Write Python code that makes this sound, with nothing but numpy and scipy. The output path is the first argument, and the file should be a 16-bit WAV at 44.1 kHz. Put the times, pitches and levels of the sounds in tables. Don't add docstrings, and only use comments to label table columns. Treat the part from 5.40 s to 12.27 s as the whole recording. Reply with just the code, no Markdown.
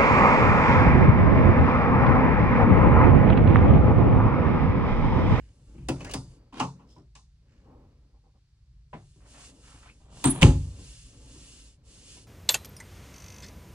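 import sys
import numpy as np
from scipy import signal
from scipy.fft import rfft, irfft, next_fast_len
from scipy.io import wavfile
from scipy.ndimage import map_coordinates

SR = 44100
rng = np.random.default_rng(int(sys.argv[2]) if len(sys.argv) > 2 else 0)


def log_audio(samples):
    frames = np.atleast_2d(samples).T
    limited = np.clip(frames, -1, 1)
    pcm = np.round(limited * 32767).astype(np.int16)
    wavfile.write(sys.argv[1], SR, pcm)


N = 302967

# lower edge in Hz, upper edge in Hz, rise time in seconds.
BANDS = [(35, 200, .008), (200, 400, .005), (400, 1500, .002), (1500, 3400, .0006), (3400, 16000, .0002)]
# start in seconds, relative level in dB,
# brightness in dB per band, extra thud in dB, contact time in seconds.
JERK_HITS = [(4.8405, -31.5, 2, -6.5, 0.0003), (4.848, -29, -6.5, -1, 0.0019),
             (4.868, -41.5, 2.5, 5, 0.0019), (4.882, -39.5, -8, -7, 0.002), (4.955, -57, 0.5, -5, 0.0033)]
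SLAM_HITS = [(5.013, -40, 4.5, 8, 0.006), (5.0205, -29.5, 0, 19.9, 0.0013),
             (5.0295, -23, -1.95, 7, 0.00031), (5.064, -40, -10.5, 21, .001),
             (5.385, -65, -7.5, 12, 0.0022)]
HAND_HITS = [(.342, -60, -10.5, -1.5, .002), (.377, -56, -8, 1, .001), (.415, -62, -6, 3, .003)]
LATCH_HITS = [(0.4849, -26, -0.5, -1.5, 0.001), (.604, -47, -1.5, 7.5, 0.0011),
              (0.646, -43, 2, -8.5, 0.00023), (0.7108, -48, 6, -13.5, 0.00081),
              (.736, -32.5, 3.5, -6.5, 0.00062)]
KNOCK_HITS = [(.742, -43.5, -9, 4.5, 0.0017), (1.124, -53.5, -5, -6.5, 0.001),
              (1.198, -27.5, 0.5, -4, 0.00085), (1.221, -39.5, -3.5, 4.5, .001),
              (1.237, -43, -5.5, -1.5, .001), (1.39, -61, -3.5, -13, 0.02), (1.751, -60, 8, 1, 0.0024)]
FLOOR_HITS = [(1.562, -58, -8, 5, 0.01), (3.529, -42.5, -1, -1, 0.0057), (3.755, -77.5, -18, 20, 0.0084),
              (5.955, -68.5, -17.5, 10.5, 0.011), (6.765, -63.5, -7.5, -11, 0.0095)]
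# start in seconds, relative level in dB.
STOP_HITS = [(5.016, -40), (5.0205, -23), (5.0262, -23), (5.0289, -12)]

# frequency in Hz, relative level in dB, time to decay by 60 dB (t60) in seconds.
HELD_GLASS_MODES = [(52, -17, .5), (136, 1, 0.28), (264, -6.5, .11), (270, -2, 0.12), (327, -2.5, 0.065),
                    (376, -16, 0.29), (527, -3.5, 0.15), (748, -2.5, .23), (870, 4, .21), (960, 2, 0.12),
                    (3300, 4, .15), (6400, -6, .25)]
GLASS_MODES = [(43, -4.5, 0.38), (52.6, -5, 0.4), (67, -2.5, 0.62), (81, -8, 0.4), (94.2, -6.5, 0.64),
               (112, -6, 0.19), (126.4, 0.5, 0.27), (144.6, 4, 0.34), (168.5, -1.5, 0.27), (210, -17, .38),
               (238, -8.5, 0.39), (267.7, 1, .36), (292, -4, 0.16), (328.4, -4.5, 0.12), (351, -10, 0.17),
               (491.5, -6.5, 0.3), (546, -2.5, 0.28), (842, -0.5, 0.26), (1060, -0.5, 0.14),
               (1705, -6, 0.15), (3010, -0.5, 0.12), (5940, -5.5, .25), (6420, -5.5, 0.28)]
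STOP_MODES = [(2214, -16, .12), (2436, -17, .12), (2590, -18, .1), (2793, -19, .11), (3170, -20, .12),
              (4615, -28, .22)]
DOOR_MODES = [(62, -10, 0.16), (102.4, -11, 1), (134.2, 8, 0.36), (175.3, 3, .39), (267.5, -1.5, 0.18),
              (303.6, -6, 0.035), (440, -13, 0.26), (505, -17.5, 0.073), (802, -5, 0.15), (910, -6.5, 0.12),
              (1033, 2.5, 0.13), (1153, -1, 0.099), (1687, -1.5, 0.077), (2000, -15.5, 0.043),
              (2550, -8.5, .12), (2774, -4, 0.1), (3080, -5.5, 0.088), (4900, -14, 0.18)]
LEVER_MODES = [(322, -23, 0.13), (367, -35, 0.08), (525, -32, 0.093), (966, -28, 0.081),
               (2580, -28.5, 0.08)]
SPRING_MODES = [(4620, -60.5, .9), (4830, -62, 0.78), (5010, -47, .27), (6400, -59.5, .5), (8300, -59, .45)]
FLOOR_MODES = [(152.2, 3, 0.14), (305, 1, 0.13), (437.6, -11, 0.23), (593, -10.5, 0.26), (993, 11, 0.073),
               (1565, -7, 0.11), (2000, -17, 0.061)]
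# frequency in Hz, bandwidth in Hz, relative level in dB.
BOARD_RESONANCES = [(257, 95, 3.5), (450, 110, 1), (782, 68, 0.5), (930, 68, -11), (1050, 50, -6)]

# time of the peak in seconds, frequency in Hz,
# relative level in dB, swell time in seconds, phase waver in radians.
SQUEAKS = [(4.858, 8620, -16, 0.0036, .9), (4.877, 9350, -27, 0.004, 2.3), (4.908, 9750, -20, 0.0067, 1.2)]
# start in seconds, length in seconds, first pitch in Hz, last pitch in Hz, level in dB.
RASPS = [(0.6, 0.018, 2770, 2500, -47.5), (0.643, 0.011, 2500, 2220, -48), (0.65, 0.034, 1460, 2030, -48.5),
         (0.695, 0.033, 2760, 2930, -47.5), (4.474, 0.042, 1900, 2970, -58)]
# time in seconds, level in dB.
ROLL_LEVEL = [(4.6, -69), (4.68, -59.5), (4.83, -49.5), (4.87, -45.5), (4.93, -46.5), (4.97, -38.5),
              (5.02, -37), (5.05, -95)]
BOLT_LEVEL = [(.56, -50), (.6, -49.5), (.615, -47), (.66, -48), (.7, -41), (.735, -44), (.76, -70)]
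DRAG_LEVEL = [(1.125, -54.5), (1.14, -49), (1.165, -44), (1.196, -37), (1.21, -75.5)]
HINGE_LEVEL = [(1.46, -100), (1.515, -64.5), (1.56, -70.5), (1.64, -90)]
RUMBLE_LEVEL = [(0, -49), (.22, -53), (.55, -41.5), (.82, -46), (1.02, -58), (2.15, -56.5), (2.35, -52),
                (2.55, -56.5), (3.08, -61), (3.3, -55.5), (4.7, -55), (5.35, -48), (6.35, -56),
                (6.87, -53.5)]
# start in seconds, length in seconds, level in dB.
SCRAPES = [(2.2, 0.32, -59), (2.72, 0.09, -70), (2.82, 0.11, -67), (2.935, 0.066, -68.5)]
SHUFFLES = [(-.2, 1.3, -67), (.25, 0.27, -60.5), (.7, 0.48, -59.5), (1.25, 0.44, -61.5), (1.98, 0.91, -66),
            (2.22, 0.35, -62), (3.0, 2.1, -84.5), (3.73, 0.74, -62), (4.04, 0.23, -61.5),
            (4.2, 0.53, -63.5), (5.15, 0.47, -56.5), (5.6, 0.82, -58), (6.35, 0.9, -60.5)]
# start in seconds, length in seconds, level in dB,
# fraction of the stroke at which it is fastest.
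SWISHES = [(-.4, 1.4, -70, 1), (3.48, 1.2, -71.5, 0.13), (3.84, 0.23, -58.5, 0.39),
           (3.96, 0.17, -52.5, 0.54), (4.05, .7, -63.5, 0.3), (4.2, 0.3, -61, 0.33), (4.69, 0.3, -52, .6),
           (4.95, 0.69, -57, 0.22), (5.34, 0.5, -53.5, 0.27), (5.68, 0.7, -54.5, 0.6),
           (6.43, 0.24, -56, 0.59), (6.58, 0.3, -52.5, 0.46)]
# start in seconds, length in seconds, level in dB, pitch ratio.
SCUFFS = [(-.05, 0.2, -71.5, 2.27), (0.332, 0.11, -71, 1.1), (2.04, .3, -74, 2), (3.775, 0.19, -65, 0.78),
          (3.905, 0.2, -55.5, 0.85), (4.199, 0.29, -59.5, 1.1), (4.411, 0.085, -57.5, 1),
          (4.449, 0.075, -58, 1.17)]

# frequency in Hz, relative spectral density in dB.
JERK_COLOUR = [(55, -9.5), (90, -15), (135, -6.5), (190, -13.5), (290, -7.5), (450, -25.5), (650, -21.5),
               (970, -16.5), (1500, -25.5), (2400, -28), (3600, -28.5), (5400, -41.5), (7500, -29.5),
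               (10300, -39), (13000, -51.5), (15500, -38.5)]
SLAM_COLOUR = [(60, -5.5), (150, -3.5), (205, -18.5), (275, -9), (450, -19), (700, -23.5), (950, -24),
               (1500, -31.5), (2250, -31.5), (2750, -26.5), (3500, -32.5), (4700, -32), (5500, -38),
               (7000, -30), (10400, -41), (12200, -72.5), (15800, -46)]
LATCH_COLOUR = [(35, -46), (60, -11), (124, 3), (202, -13.5), (290, -7), (350, -10.5), (448, -17.5),
                (650, -20), (960, -21), (1120, -30), (1910, -24), (2650, -22), (3940, -27), (4860, -24),
                (8000, -27), (10200, -30.5), (13900, -81), (16000, -24)]
STOP_COLOUR = [(1200, -28.5), (1900, -9), (2250, 1.5), (2700, 0), (3150, -0.5), (3600, -16), (5000, -29),
               (10000, -35.5), (12000, -69.5)]
HAND_COLOUR = [(60, -26), (150, 12), (220, -5), (280, -5), (340, 1), (450, -35), (900, -4), (1500, -36),
               (2600, -21), (4000, -43), (11000, -56), (12000, -80)]
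KNOCK_COLOUR = [(60, -8), (175, 3), (270, -8), (340, -10.5), (480, -16), (650, -16.5), (850, -7.5),
                (1050, -7), (1250, -14.5), (1500, -25.5), (2100, -26), (2750, -16.5), (3300, -25),
                (6580, -23.5), (10000, -35.5), (12000, -69)]
FLOOR_COLOUR = [(60, -10), (150, 6), (210, -17.5), (320, -18.5), (480, -9.5), (720, -4), (1000, -11.5),
                (1300, -15.5), (2050, -12.5), (2350, -16.5), (2800, -19.5), (4000, -35), (5500, -40),
                (10000, -49), (12000, -75)]
# frequency in Hz, relative spectral density in dB.
ROLL_COLOUR = [(60, -16.5), (110, -2.5), (170, -4.5), (300, -14), (520, -20), (800, -16.5), (1250, -23),
               (2000, -33.5), (3300, -27.5), (5400, -47.5), (8000, -32.5), (10400, -73.5)]
BOLT_COLOUR = [(90, -2.5), (150, -18), (230, -8), (450, -7.5), (750, -14), (1600, -23), (2700, -23),
               (3600, -31), (6400, -25), (10000, -38), (12000, -62), (15000, -75)]
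DRAG_COLOUR = [(88, -20.5), (150, -10), (275, -2), (349, -10), (600, -19.5), (1000, -13.5), (1540, -22),
               (1900, -29), (2820, -19.5), (4000, -27.5), (10400, -40), (12000, -69.5), (15600, -101),
               (22000, -120)]
HINGE_COLOUR = [(1500, -51), (3200, -6.5), (4400, -12), (5200, -2), (6200, -12), (9000, -18), (12000, -34)]
SHUFFLE_COLOUR = [(120, -37.5), (175, -4.5), (270, 1), (350, -8.5), (560, -8), (700, -17), (900, -15.5),
                  (1400, -27), (2500, -30.5), (5000, -52)]
CLOTH_COLOUR = [(880, -18.5), (1500, -10), (2230, -7), (2720, -0.5), (2950, -1), (5710, -0.5), (7290, 0),
                (9740, -3), (10500, -2.5), (11200, -21.5), (11600, -49.5), (13000, -57)]
SCUFF_COLOUR = [(400, -10), (750, 12.5), (1300, 9), (1800, 3.5), (2600, 3), (3600, -0.5), (7000, -34)]
RUMBLE_COLOUR = [(13, -44.5), (22, -11.5), (35, -6.5), (54, 5), (63, 1.5), (81, -8), (108, -5.5), (135, -6),
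                 (190, -22), (250, -39.5), (420, -120)]
HISS_COLOUR = [(180, -7), (300, 3), (500, -7.5), (722, -9), (1810, -7.5), (3340, -7.5), (4500, -3.5),
               (10500, -19.5), (13600, -43.5), (22000, -120)]

# frequency in Hz, coherence from 0 to 1.
PORT_COHERENCE = [(100, .999), (300, .98), (600, .8), (1200, .7), (2500, .6), (5000, .3), (9000, .65)]
# frequency in Hz, lead of the left port in radians.
PORT_PHASE = [(100, 0), (300, -.15), (600, -.5), (1200, -.7), (2500, -1.5), (5000, -1.7), (9000, -1.4)]
# frequency in Hz, level of left over right in dB.
PORT_BALANCE = [(90, 0), (170, 1.5), (300, 2.4), (600, .8), (1200, -.5), (2500, -.8), (5000, 0),
                (9000, -1.7)]

TAIL_TOP_HZ = 10900
SCUFF_CREST, SCUFF_SHARPNESS = .38, 1.5


def shower_door():
    jerk = impacts(JERK_HITS, HELD_GLASS_MODES, JERK_COLOUR, lag_s=.004,
                   crack_t60=[.17, .18, .036, .022, .026], room_t60=[.18, .14, .15, .28, .24],
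                   room_db=[-12, -17, -9.5, -13.5, -9], ring_db=[-.5, .5, -15, -22, -23.5],
                   trim_db=[4.5, 1.5, -1.5, -7, -5])
    slam = impacts(SLAM_HITS, GLASS_MODES, SLAM_COLOUR, lag_s=.001,
                   crack_t60=[.2, .27, .043, .015, .017], room_t60=[.42, .34, .25, .25, .3],
                   room_db=[-7, -11, -10.5, -17.5, -16.5], ring_db=[-4, -1.5, -12, -19, -17.5],
                   trim_db=[-.5, 1.5, -1, -4.5, -5])
    return jerk + slam + stop_clacks() + friction(ROLL_LEVEL, ROLL_COLOUR)


def stop_clacks(crack_t60=.015, ring_db=1, rise_s=.00012):
    track, t = np.zeros((2, N)), np.arange(SR // 3) / SR
    for start, db in STOP_HITS:
        clack = noise(STOP_COLOUR, len(t)) * amp(-60 * t / crack_t60)
        clack /= rms(clack[0, :SR // 300])
        for hz, mode_db, t60 in STOP_MODES:
            ring = amp(ring_db + mode_db - 60 * t / t60)
            clack[0] += ring * np.sin(2 * np.pi * (hz * t + rng.random()))
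        add(track, start, amp(db) * clack * (1 - np.exp(-t / rise_s)))
    return track


def track_squeaks(gain_db=.5, tail_db=-14.5, tail_t60=.33, flutter_db=4.5):
    track, t = np.zeros((2, N)), np.arange(SR // 2) / SR - .03
    for peak_s, hz, db, swell_s, waver in SQUEAKS:
        pulse = np.exp(-.5 * (t / swell_s) ** 2)
        tail = amp(tail_db - 60 * t / tail_t60) * np.clip(t / swell_s, 0, 1)
        flutter = amp(flutter_db * wobble(109, len(t)))
        phase = 2 * np.pi * hz * t + waver * wobble(160, len(t))
        add(track[:1], peak_s + t[0], amp(db + gain_db) * (pulse + tail * flutter) * np.sin(phase))
    return track


def closet_door():
    latch = impacts(LATCH_HITS, DOOR_MODES, LATCH_COLOUR, lag_s=.014,
                    crack_t60=[.74, .079, .042, .098, .055], room_t60=[.22, .39, .19, .14, .3],
                    room_db=[-22.5, -12, -4, 1.5, -15], ring_db=[-1, 1, -26, 4, 3],
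                    trim_db=[-5, -5, -9, -14.5, -13])
    knocks = impacts(KNOCK_HITS, DOOR_MODES, KNOCK_COLOUR, lag_s=.008,
                     crack_t60=[.51, .056, .037, .11, .028], room_t60=[.1, .2, .18, .17, .3],
                     room_db=[4, -4, -1.5, -6, -12.5], ring_db=[0, 5, -7, -5, -13],
                     trim_db=[-7.5, -5.5, -.5, -9.5, -14.5])
    bolt = friction(BOLT_LEVEL, BOLT_COLOUR)
    drag = friction(DRAG_LEVEL, DRAG_COLOUR)
    hinge = friction(HINGE_LEVEL, HINGE_COLOUR)
    pats = impacts(HAND_HITS, DOOR_MODES, HAND_COLOUR, lag_s=.006,
                   crack_t60=[.16, .14, .06, .073, .06], room_t60=[.2, .22, .32, .35, .2],
                   room_db=[-10, -14, -8, 1, -3], ring_db=[-2, -4, -14, -13, -16],
                   trim_db=[8.5, -4.5, -16, -6, -19])
    return pats + latch + knocks + bolt + drag + hinge


def handle():
    lever = loose_metal(LATCH_HITS[0][0], LEVER_MODES, waver_rad=.33, waver_per_s=78, rise_s=.0074)
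    spring = loose_metal(LATCH_HITS[-1][0], SPRING_MODES, waver_rad=.8, waver_per_s=80, rise_s=.001)
    return lever + spring


def metal_rasps(slips_per_s=450, pitch_scatter=.023, slip_t60=.012):
    track, t = np.zeros((2, N)), np.arange(SR // 4) / SR
    for start, length, first_hz, last_hz, db in RASPS:
        time_jitter, pitch_jitter, size_jitter = rng.standard_normal((40, 3)).T
        slip_s = (np.arange(40) + time_jitter / 2) / slips_per_s
        hz = np.interp(slip_s, [0, length], [first_hz, last_hz]) * (1 + pitch_scatter * pitch_jitter)
        sizes = np.sin(np.pi * np.clip(slip_s / length, 0, 1)) * amp(2 * size_jitter)
        age = np.maximum(t - slip_s[:, None], 0)
        rasp = sizes @ (amp(-60 * age / slip_t60) * np.sin(2 * np.pi * hz[:, None] * age))
        rasp *= amp(db) / np.sqrt(np.sum(rasp ** 2) / (length * SR))
        add(track, start, walls(np.array([rasp, rasp / 2]), t60=.11, wet_db=2))
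    return track


def floor_bumps():
    return impacts(FLOOR_HITS, FLOOR_MODES, FLOOR_COLOUR, lag_s=.0048,
                   crack_t60=[.41, .13, .056, .071, .046], room_t60=[.43, .27, .21, .17, .33],
                   room_db=[-15, -6.5, -9.5, -5.5, 0], ring_db=[3, 1, -6, -15, -12],
                   trim_db=[-3, -7, -1.5, -11.5, -23.5])


def wood_scrapes(rough_db=1.5, slips_per_s=48, top_hz=1180):
    def board(f):
        resonances = sum(amp(db) * 1j * f * width / (hz * hz - f * f + 1j * f * width)
                         for hz, width, db in BOARD_RESONANCES)
        return resonances / (1 + (f / top_hz) ** 8)
    slips = rng.standard_normal((2, N)) * amp(rough_db * wobble(slips_per_s, N))
    return strokes(SCRAPES, SCUFF_CREST, SCUFF_SHARPNESS) * unit(filtered(slips, board))


def body_movements():
    shuffles = strokes(SHUFFLES, crest=.31, sharpness=.89) * amp(.72 * wobble(40, N))
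    shuffles = shuffles * noise(SHUFFLE_COLOUR, N)
    folds = amp(.4 * wobble(110, N) + .5 * wobble(14, N))
    sleeves = strokes(SWISHES, sharpness=1.11) * folds * noise(CLOTH_COLOUR, N)
    scuffs = np.zeros((2, N))
    for start, length, db, pitch in SCUFFS:
        brushing = noise(np.multiply(SCUFF_COLOUR, [pitch, 1]), N, hi=TAIL_TOP_HZ)
        scuffs += stroke(start, length, db, SCUFF_CREST, SCUFF_SHARPNESS) * brushing
    slips = unit(amp(3 * wobble(260, N)))
    return walls(shuffles + sleeves + scuffs * slips, t60=.085, wet_db=-4.5)


def room_tone(hiss_db=-78.5):
    times, db = np.transpose(RUMBLE_LEVEL)
    rumble = amp(np.interp(np.arange(N) / SR, times, db)) * noise(RUMBLE_COLOUR, N)
    return rumble + amp(hiss_db) * noise(HISS_COLOUR, N)


def impacts(hits, modes, colour, lag_s, crack_t60, room_t60, room_db, ring_db, trim_db):
    track, t = np.zeros((2, N)), np.arange(round(.7 * SR)) / SR
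    for start, db, brightness, thud_db, contact_s in hits:
        levels = db + np.array(trim_db) + np.append(thud_db, brightness * np.arange(-1, 3))
        for band, (lo, hi, rise_s) in enumerate(BANDS):
            sound = noise(colour, len(t), lo, hi) * amp(-60 * t / crack_t60[band])
            room_decay = amp(room_db[band] - 60 * t / room_t60[band])
            sound += noise(colour, len(t), lo, min(hi, TAIL_TOP_HZ)) * room_decay
            for k, (hz, mode_db, t60) in enumerate(modes):
                if lo <= hz < hi:
                    ring = amp(ring_db[band] + mode_db + rng.normal(0, 1) - 60 * t / t60)
                    sound[0] += (-1) ** k * ring * np.sin(2 * np.pi * hz * t)
            sound *= 1 - np.exp(-t / (rise_s + contact_s))
            delay = lag_s * BANDS[0][1] / hi
            add(track, start + delay, amp(levels[band]) * sound / rms(sound[0, :SR // 25]))
    return track


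def friction(envelope, colour, slips_per_s=260):
    times, db = np.transpose(envelope)
    t = times[0] + np.arange(SR) / SR
    slips = amp(3.5 * wobble(slips_per_s, SR))
    rub = np.interp(t, times, amp(db), right=0) * unit(noise(colour, SR) * slips)
    track = np.zeros((2, N))
    add(track, times[0], walls(rub, t60=.12, wet_db=-4))
    return track


def loose_metal(start, modes, waver_rad, waver_per_s, rise_s):
    track, t = np.zeros((2, N)), np.arange(SR) / SR
    for hz, db, t60 in modes:
        phase = 2 * np.pi * hz * t + waver_rad * wobble(waver_per_s, SR)
        add(track[:1], start, amp(db - 60 * t / t60) * np.sin(phase) * (1 - np.exp(-t / rise_s)))
    return track


def stroke(start, length, db, crest, sharpness):
    turning_s = start + length * np.array([0, np.clip(crest, .05, .95), 1])
    speed = np.sin(np.pi / 2 * np.interp(np.arange(N) / SR, turning_s, [0, 1, 0]))
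    return amp(db) * speed ** sharpness


def strokes(table, *shape, **named_shape):
    return np.sqrt(sum(stroke(*row, *shape, **named_shape) ** 2 for row in table))


def walls(x, t60, wet_db):
    t = np.arange(SR // 4) / SR
    tail = rng.standard_normal((2, len(t))) * amp(-60 * t / t60)
    tail = signal.sosfilt(signal.butter(2, 700, "high", fs=SR, output="sos"), tail)
    tail *= amp(wet_db) / np.linalg.norm(tail[0])
    return unit(x + signal.fftconvolve(x, tail, axes=1)[:, :x.shape[1]]) * rms(x)


def amp(db):
    return 10 ** (np.asarray(db) / 20)


def rms(x):
    return np.sqrt(np.mean(x ** 2) + 1e-30)


def unit(x):
    return x / rms(x)


def along(points, hz):
    freqs, values = np.transpose(points)
    return np.interp(np.log(hz + 1), np.log(freqs + 1), values)


def wobble(rate, size):
    knots = rng.standard_normal(int(size * rate / SR) + 4)
    return map_coordinates(knots, [np.arange(size) * rate / SR])


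def filtered(x, response):
    size = next_fast_len(x.shape[-1] + SR // 10)
    return irfft(rfft(x, size) * response(np.fft.rfftfreq(size, 1 / SR)), size)[..., :x.shape[-1]]


def noise(colour, size, lo=0, hi=SR):
    white = rng.standard_normal((2, size))
    return unit(filtered(white, lambda hz: amp(along(colour, hz)) * (hz >= lo) * (hz < hi)))


def add(track, start, sound):
    part = track[:, round(start * SR):][:, :sound.shape[-1]]
    part += sound[..., :part.shape[-1]]


def scene():
    def shares(hz):
        angle = np.arccos(np.clip(along(PORT_COHERENCE, hz), 0, 1)) / 2
        return np.array([np.cos(angle), np.sin(angle)])

    def ports(hz):
        side = np.array([[.5], [-.5]])
        return amp(side * along(PORT_BALANCE, hz)) * np.exp(1j * side * along(PORT_PHASE, hz))

    doors = track_squeaks() + metal_rasps() + closet_door() + handle() + shower_door()
    background = floor_bumps() + wood_scrapes() + room_tone() + body_movements()
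    direct, scattered = filtered(doors + background, shares)
    return filtered(np.array([direct + scattered, direct - scattered]), ports)


def record(dry, low_cut_hz=18, ceiling=.95, top_hz=15900):
    bass_cut = filtered(dry, lambda hz: 1 / np.sqrt(1 + (low_cut_hz / (hz + 1)) ** 12))
    rounded = bass_cut / (1 + np.abs(bass_cut / ceiling) ** 8) ** (1 / 8)
    return filtered(rounded, lambda hz: 1 / np.sqrt(1 + (hz / top_hz) ** 120))


dry = scene()
out = record(dry)
log_audio(out)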